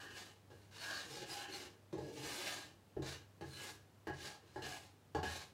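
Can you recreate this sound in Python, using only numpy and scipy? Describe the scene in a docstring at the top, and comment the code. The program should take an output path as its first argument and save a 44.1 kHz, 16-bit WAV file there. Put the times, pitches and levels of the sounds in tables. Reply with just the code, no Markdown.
"""A wooden spatula scrapes in strokes over an oiled frying pan, on a glass hob in a small tiled kitchen.
Stick-slip friction makes the rasp and drives the pan's modes; when the blade knocks down, the impact
rings the same modes. Now and then the edge half sticks and squeaks. Reflections from pan, hob and tiles
colour these sounds, and an appliance hums faintly behind them. All is heard in mono."""
import sys
import numpy as np
from scipy import signal
from scipy.fft import rfft, irfft, next_fast_len
from scipy.io import wavfile
from scipy.ndimage import map_coordinates

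SR = 44100
rng = np.random.default_rng(int(sys.argv[2]) if len(sys.argv) > 2 else 0)


def generate_wav(sig):
    """Save sig (samples, or channels by samples) to the path in sys.argv[1] as 16-bit PCM at SR."""
    pcm = np.round(np.clip(np.atleast_2d(sig).T, -1, 1) * 32767).astype(np.int16)
    wavfile.write(sys.argv[1], SR, pcm)


N = 243873


def amp(db):
    """Amplitude ratio of a level in decibels."""
    return 10 ** (np.asarray(db) / 20)


def unit(x):
    """Normalisation to rms 1."""
    return x / np.sqrt(np.mean(x ** 2) + 1e-20)


def along(points, hz):
    """Interpolation of (frequency_hz, value) points on a logarithmic frequency axis."""
    f, v = np.transpose(points)
    return np.interp(np.log(hz + 1), np.log(f + 1), v)


def wobble(rate_hz):
    """Random modulation: a spline through rate_hz Gaussian values a second."""
    at = np.arange(N) * rate_hz / SR
    coarse = at[::20]
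    return np.interp(at, coarse, map_coordinates(rng.standard_normal(int(at[-1]) + 2), [coarse]))


def filtered(x, response):
    """Linear filtering: the spectrum of x times a complex frequency response."""
    n = x.shape[-1]
    m = next_fast_len(n + SR // 10)
    return irfft(rfft(x, m) * response(np.fft.rfftfreq(m, 1 / SR)), m)[..., :n]


def coloured(x, spectrum):
    """Spectral shaping of x by (frequency_hz, gain_db) points, at rms 1."""
    return unit(filtered(x, lambda hz: amp(along(spectrum, hz))))


def lowpass(hz, edge_hz):
    """Response of a causal two-pole low-pass."""
    return 1 / (1 + np.sqrt(2) * 1j * hz / edge_hz - (hz / edge_hz) ** 2)


def add(track, start_s, x):
    """Superposition of x on the track from start_s on."""
    part = track[max(round(start_s * SR), 0):][:len(x)]
    part += x[:len(part)]


# Spectrum of the still kitchen: frequency_hz, relative_density_db
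AIR_SPECTRUM = [(18, -52), (30, -29), (69, -4), (111, -4), (160, -4.5), (292, -9.5), (341, -9.5),
                (830, -15.5), (1440, -20.5), (15500, -35.5)]


def background(hum_hz=99.2, hum_db=-71, air_db=-67.5):
    """Ambient noise and an appliance's hum, a tone slightly modulated in phase and amplitude."""
    phase = 2 * np.pi * hum_hz * np.arange(N) / SR + .5 * wobble(5.2)
    hum = amp(hum_db + 2.0 * wobble(4.7)) * np.sqrt(2) * np.sin(phase)
    return hum + amp(air_db) * coloured(rng.standard_normal(N), AIR_SPECTRUM)


# Reverberation time of the kitchen: frequency_hz, t60_s
KITCHEN_DECAY = [(90, 0.58), (260, 0.15), (800, 0.27), (2000, 0.3), (6000, 0.26), (14000, 0.21)]


def in_kitchen(x, wet_db, early_db, early_t60_s=0.097, glance_db=-13):
    """Convolution with a fresh impulse response: direct sound, echoes off pan, hob and tiles, a tail."""
    hz, t, noise = signal.stft(rng.standard_normal(SR * 3 // 4), SR, nperseg=256)
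    decay = amp(-60 * t / along(KITCHEN_DECAY, hz)[:, None])
    tail = signal.istft(noise * decay, SR, nperseg=256)[1]
    t = np.arange(len(tail)) / SR
    tail *= 1 - np.exp(-t / 0.014)
    early = rng.standard_normal(len(t)) * amp(-60 * t / early_t60_s) * (t > .002)
    response = amp(wet_db) * tail / np.linalg.norm(tail) + amp(early_db) * early / np.linalg.norm(early)
    response[0] += 1
    response /= np.linalg.norm(response)
    # only short waves glance off the pan's wall, combing the treble
    for delay_s in rng.uniform(.0006, .004, size=4):
        add(response, delay_s, amp(glance_db) * np.array([1, -1]))
    return signal.fftconvolve(x, response)


# Whistles of the half-sticking edge: middle_s, length_s, pitch_hz, relative_level_db
EDGE_SQUEAKS = [(0.813, 0.083, 4400, -55.5), (0.947, 0.16, 4470, -53), (1.147, .07, 5230, -58),
                (1.332, .08, 4950, -54), (1.541, 0.059, 4260, -52), (3.556, 0.12, 4120, -59.5)]


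def squeaks(gain_db, width_hz, sag):
    """Stick-slip oscillation: hoarse narrow-band tones that sink a little as the blade slows."""
    out = np.zeros(N)
    for middle_s, length_s, pitch_hz, level_db in EDGE_SQUEAKS:
        u = np.linspace(-1, 1, int(length_s * SR))
        phase = 2 * np.pi * np.cumsum(pitch_hz * (1 - sag * u)) / SR
        hoarse = filtered(rng.standard_normal((2, len(u))), lambda hz: lowpass(hz, width_hz / 2))
        tone = unit(hoarse[0] * np.sin(phase) + hoarse[1] * np.cos(phase))
        add(out, middle_s - length_s / 2, amp(level_db + gain_db) * np.cos(np.pi / 2 * u) * tone)
    return in_kitchen(out, wet_db=-27.0, early_db=-5)[:N]


def resonate(force, hz, width_hz):
    """Resonance of one mode, a damped harmonic oscillator."""
    return signal.lfilter(*signal.iirpeak(hz, hz / width_hz, fs=SR), force)


# Range of modes in which each part moves: from_hz, to_hz
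HOB, BODY, BOTTOM, WALL, RIM = (0, 110), (110, 660), (660, 1450), (1450, 2000), (2000, 7000)
# Modes of the pan standing on the hob: frequency_hz, bandwidth_hz, relative_level_db
PAN_MODES = [(83.2, 6, 3), (135.3, 9.2, 8), (196.6, 46, -4), (314.6, 26, 5), (374.4, 53, 6),
             (448.3, 54, 3.5), (577, 96, -1), (734.6, 6.6, 0.5), (836.4, 45.5, 4.5), (1091, 58, -4.5),
             (1315, 310, -6), (1567, 18, -1), (1665, 45, 9.5), (1813, 79, 3.5), (2540, 60, -3.5),
             (2906, 276, 10.5), (2760, 55, -16), (4080, 67, 4), (7000, 18, -14)]


def struck_pan(force, thump_db, bottom_db):
    """Modal superposition: the point of contact sets how strongly, and in what sign, modes are driven."""
    ring = np.zeros(len(force))
    for hz, width_hz, db in PAN_MODES:
        coupling_db = thump_db * (hz < HOB[1]) + bottom_db * (BOTTOM[0] < hz < BOTTOM[1])
        ring += rng.choice([-1, 1]) * amp(db + coupling_db) * resonate(force, hz, width_hz)
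    return ring


def rubbed_pan(force, part, drift_db):
    """Forced vibration of one part; each mode waxes and wanes at random as the blade crosses its nodes."""
    modes = [amp(db + drift_db * wobble(9.7)) * resonate(force, hz, width_hz)
             for hz, width_hz, db in PAN_MODES if part[0] < hz < part[1]]
    return unit(signal.lfilter(*signal.butter(2, part[1], fs=SR), sum(modes)))


# Spectrum of wood rubbing on the coating: frequency_hz, relative_density_db
RASP_SPECTRUM = [(200, -20.5), (600, 5.5), (1400, -3), (2100, 5), (2800, -6.5), (3400, 1.5), (4350, 3),
                 (5300, -0.5), (7000, -3.5), (9000, -13), (16000, -25)]


def wood_rasp(force):
    """Source and filter: a broadband force takes on the colour of wood on the coating."""
    return coloured(force, RASP_SPECTRUM)


# Landings of the blade: start_s, relative_level_db, contact_s, crack_db, hob_thump_db, bottom_ring_db
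BLADE_KNOCKS = [(.502, -54.5, 0.00069, -7, 0, 1), (1.927, -37.5, 0.00087, -14, -8, -4),
                (1.981, -40, 0.00084, -14, -10, -3.5), (2.965, -36, 0.0016, -26.5, 0.5, 3),
                (3.022, -43.5, 0.00072, -2, -11, 1), (3.410, -41, 0.00066, -10.5, 0.5, 0),
                (4.070, -36.5, 0.00046, -14, 0.5, -2), (4.080, -44, 0.0004, -13, -4, 11),
                (4.559, -40, 0.00057, -12, -4, 3), (4.621, -44.5, 0.00017, 0.5, 10.5, -16),
                (5.148, -31, 0.00068, -12.5, 3, 6), (5.23, -36.5, 0.00039, -6, 7.5, 5)]


def knocks(gain_db, crack_t60_s, spread_s):
    """Impact: a half-sine push rings the pan, duller the longer the contact, with a gritty crack."""
    out, t = np.zeros(N), np.arange(SR // 2) / SR
    for start_s, level_db, contact_s, crack_db, thump_db, bottom_db in BLADE_KNOCKS:
        push = np.sin(np.pi * t / contact_s) * (t < contact_s)
        ring = struck_pan(push, thump_db, bottom_db)
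        ring *= 1 - np.exp(-t / spread_s)  # bending waves take a moment to spread through the pan
        ring /= np.std(ring[:SR // 50])  # rms 1 over the first 20 ms
        crack = wood_rasp(rng.standard_normal(len(t))) * amp(crack_db - 60 * t / crack_t60_s)
        add(out, start_s, amp(level_db + gain_db) * in_kitchen(ring + crack, wet_db=4.0, early_db=1.0))
    return out


def friction(chatter_db, slip_rate_hz=14000):
    """Stick-slip force: wood fibres catch and let go in dense, tiny impulses that come in clumps."""
    slips = rng.random(N) < slip_rate_hz / SR
    impulses = slips * rng.standard_normal(N)
    clumping = amp(chatter_db * (wobble(170) + 1.46 * wobble(45)))
    return unit(impulses * clumping)


# How each layer follows a stroke: speed_power, slowing_power, change_over_stroke_db (its swell or fade),
# outward_db (a further change as the blade heads for the wall)
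LAYER_LAWS = {"rasp": (0.92, 1.15, 5, -1), "sheen": (1.3, 1.15, 1.5, -16), "bottom": (1.4, 0.73, 7.2, 8.7),
              "wall": (0.98, 0.95, 4, 19.5), "judder": (0.25, 0.52, -3, 14.5)}
# Pushes of the blade: start_s, rise_s, hold_s, fall_s, heading (-1 to the centre, 1 to the wall),
# relative_level_db, then offsets from that level: sheen_db, bottom_db, wall_db, judder_db
BLADE_STROKES = [ (0.0, 0.0016, 0.02, 0.12, 0, -55.5, -16, -6, 7, -3.5),
                 (0.082, 0.1, 0.0091, .19, -0.46, -55.5, -12.5, -4, -4, -6),
                 (0.502, 0.018, 0.096, 0.16, -0.63, -75, -8, -7, -3, 4),
                 (0.71, 0.13, 0.16, 0.11, 0.62, -52.5, -14.5, -25, 0, -10.5),
                 (1.029, 0.1, 0.086, 0.07, 1, -55, -13.5, -1, -9.5, .5),
                 (1.254, 0.066, 0.098, 0.091, 1, -52, -12, -3.5, -2, -8),
                 (1.482, 0.064, 0.034, .16, 0.23, -50.5, -14.5, -6, -7, -3),
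                 (1.96, 0.029, 0.31, 0.093, 0.3, -65.5, -16, 9, 0, 13.5),
                 (2.13, 0.23, 0.17, 0.21, .7, -49, -10.5, -11, -9.5, -9),
                 (3.019, .064, 0.0088, 0.14, -0.056, -50, -17.5, -14, -5.5, -7),
                 (3.419, 0.19, 0.063, 0.16, 0.14, -56, -8, -11, -5, -2.5),
                 (4.127, 0.11, 0.023, 0.15, .1, -53, -14.5, -4.5, -6, -5.5),
                 (4.413, 0.077, 0.13, 0.062, -0.68, -73, -12, 0, -5, 1),
                 (4.62, 0.022, 0.055, .216, -0.72, -51.5, -11.5, -2, -8.5, -7.5),
                 (5.23, .003, 0.13, 0.14, -0.72, -51.5, -14, -6, -3.5, -6.5), ]


def stroke_gains(bite_s=0.00099, lean_s=0.026, bite_speed=0.1, push_power=1.15, slow_power=1.42):
    """Power laws tie each layer's amplitude to sliding speed; near the wall, more ring and less hiss."""
    gains = np.zeros((5, N))
    for start_s, rise_s, hold_s, fall_s, heading, stroke_db, *offsets_db in BLADE_STROKES:
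        t = np.arange(int((rise_s + hold_s + 2 * fall_s) * SR)) / SR
        speed = bite_speed + (1 - bite_speed) * np.minimum(t / rise_s, 1) ** push_power  # full speed is 1
        slowing = amp(-25.5 * (np.maximum(t - rise_s - hold_s, 0) / fall_s) ** slow_power)
        progress = np.minimum(t / (rise_s + hold_s + fall_s), 1) - .5
        for gain, offset_db, layer in zip(gains, [0, *offsets_db], LAYER_LAWS):
            speed_power, slowing_power, change_over_stroke_db, outward_db = LAYER_LAWS[layer]
            # the blade bites at once, but judder builds only as the hand leans on it
            contact = np.minimum(t / (lean_s if layer == "judder" else bite_s), 1)
            level_db = stroke_db + offset_db + (change_over_stroke_db + heading * outward_db) * progress
            add(gain, start_s, contact * speed ** speed_power * slowing ** slowing_power * amp(level_db))
    return gains


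# Spectrum of the blade's high hiss: frequency_hz, relative_density_db
SHEEN_SPECTRUM = [(4000, -28), (7500, -3), (9500, -4.5), (12000, -10.5), (16000, -17.5)]


def scraping(rasp_db, sheen_db, bottom_db, wall_db, rim_db, judder_db, drift_db):
    """Sliding friction hisses at the blade, rings bottom, wall and rim, and shakes the whole pan."""
    rasp, sheen, bottom, wall, judder = stroke_gains()
    force = friction(chatter_db=0.94)
    direct = amp(rasp_db) * rasp * wood_rasp(force)
    direct += amp(sheen_db) * sheen * coloured(friction(chatter_db=0.6), SHEEN_SPECTRUM)
    direct += amp(judder_db) * judder * rubbed_pan(force, BODY, drift_db)
    direct += amp(bottom_db) * bottom * rubbed_pan(force, BOTTOM, drift_db)
    direct += amp(wall_db) * wall * rubbed_pan(force, WALL, drift_db)
    direct += amp(rim_db) * np.sqrt(wall * rasp) * rubbed_pan(force, RIM, drift_db)
    # the echoes change as the blade travels round the pan: crossfade to new ones every 0.2 s
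    out, hop = np.zeros(N), SR // 5
    for centre in range(0, N + hop, hop):
        at = np.arange(max(centre - hop, 0), min(centre + hop, N))
        piece = direct[at] * np.cos(np.pi / 2 * (at - centre) / hop)
        add(out, at[0] / SR, in_kitchen(piece, wet_db=-6.5, early_db=-4.0))
    return out


def scene():
    """Superposition of all sources, the same in both channels."""
    mix = scraping(rasp_db=1.08, sheen_db=0.5, bottom_db=-5.0, wall_db=-1, rim_db=-5,
                   judder_db=-2.5, drift_db=2.5)
    mix += squeaks(gain_db=0.5, width_hz=220, sag=0.0203)
    mix += knocks(gain_db=-2.5, crack_t60_s=0.058, spread_s=0.0022)
    mix += background()
    return np.array([mix, mix])


def record(dry, gap_s=(4.0762, 4.0798), tick_s=4.1, tick_db=-45, bass_hz=42, top_hz=15800):
    """Gating and band limiting: an instant of silence, then a tick; deep bass thinned, top treble cut."""
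    t = np.arange(N) / SR
    gate = (t < gap_s[0]) | (t > gap_s[1])
    tick = amp(tick_db) * (np.arange(N) == round(tick_s * SR))
    return filtered(dry * gate + tick, lambda hz: (hz < top_hz) * hz ** 2 / np.hypot(hz ** 2, bass_hz ** 2))


dry = scene()
out = record(dry)
generate_wav(out)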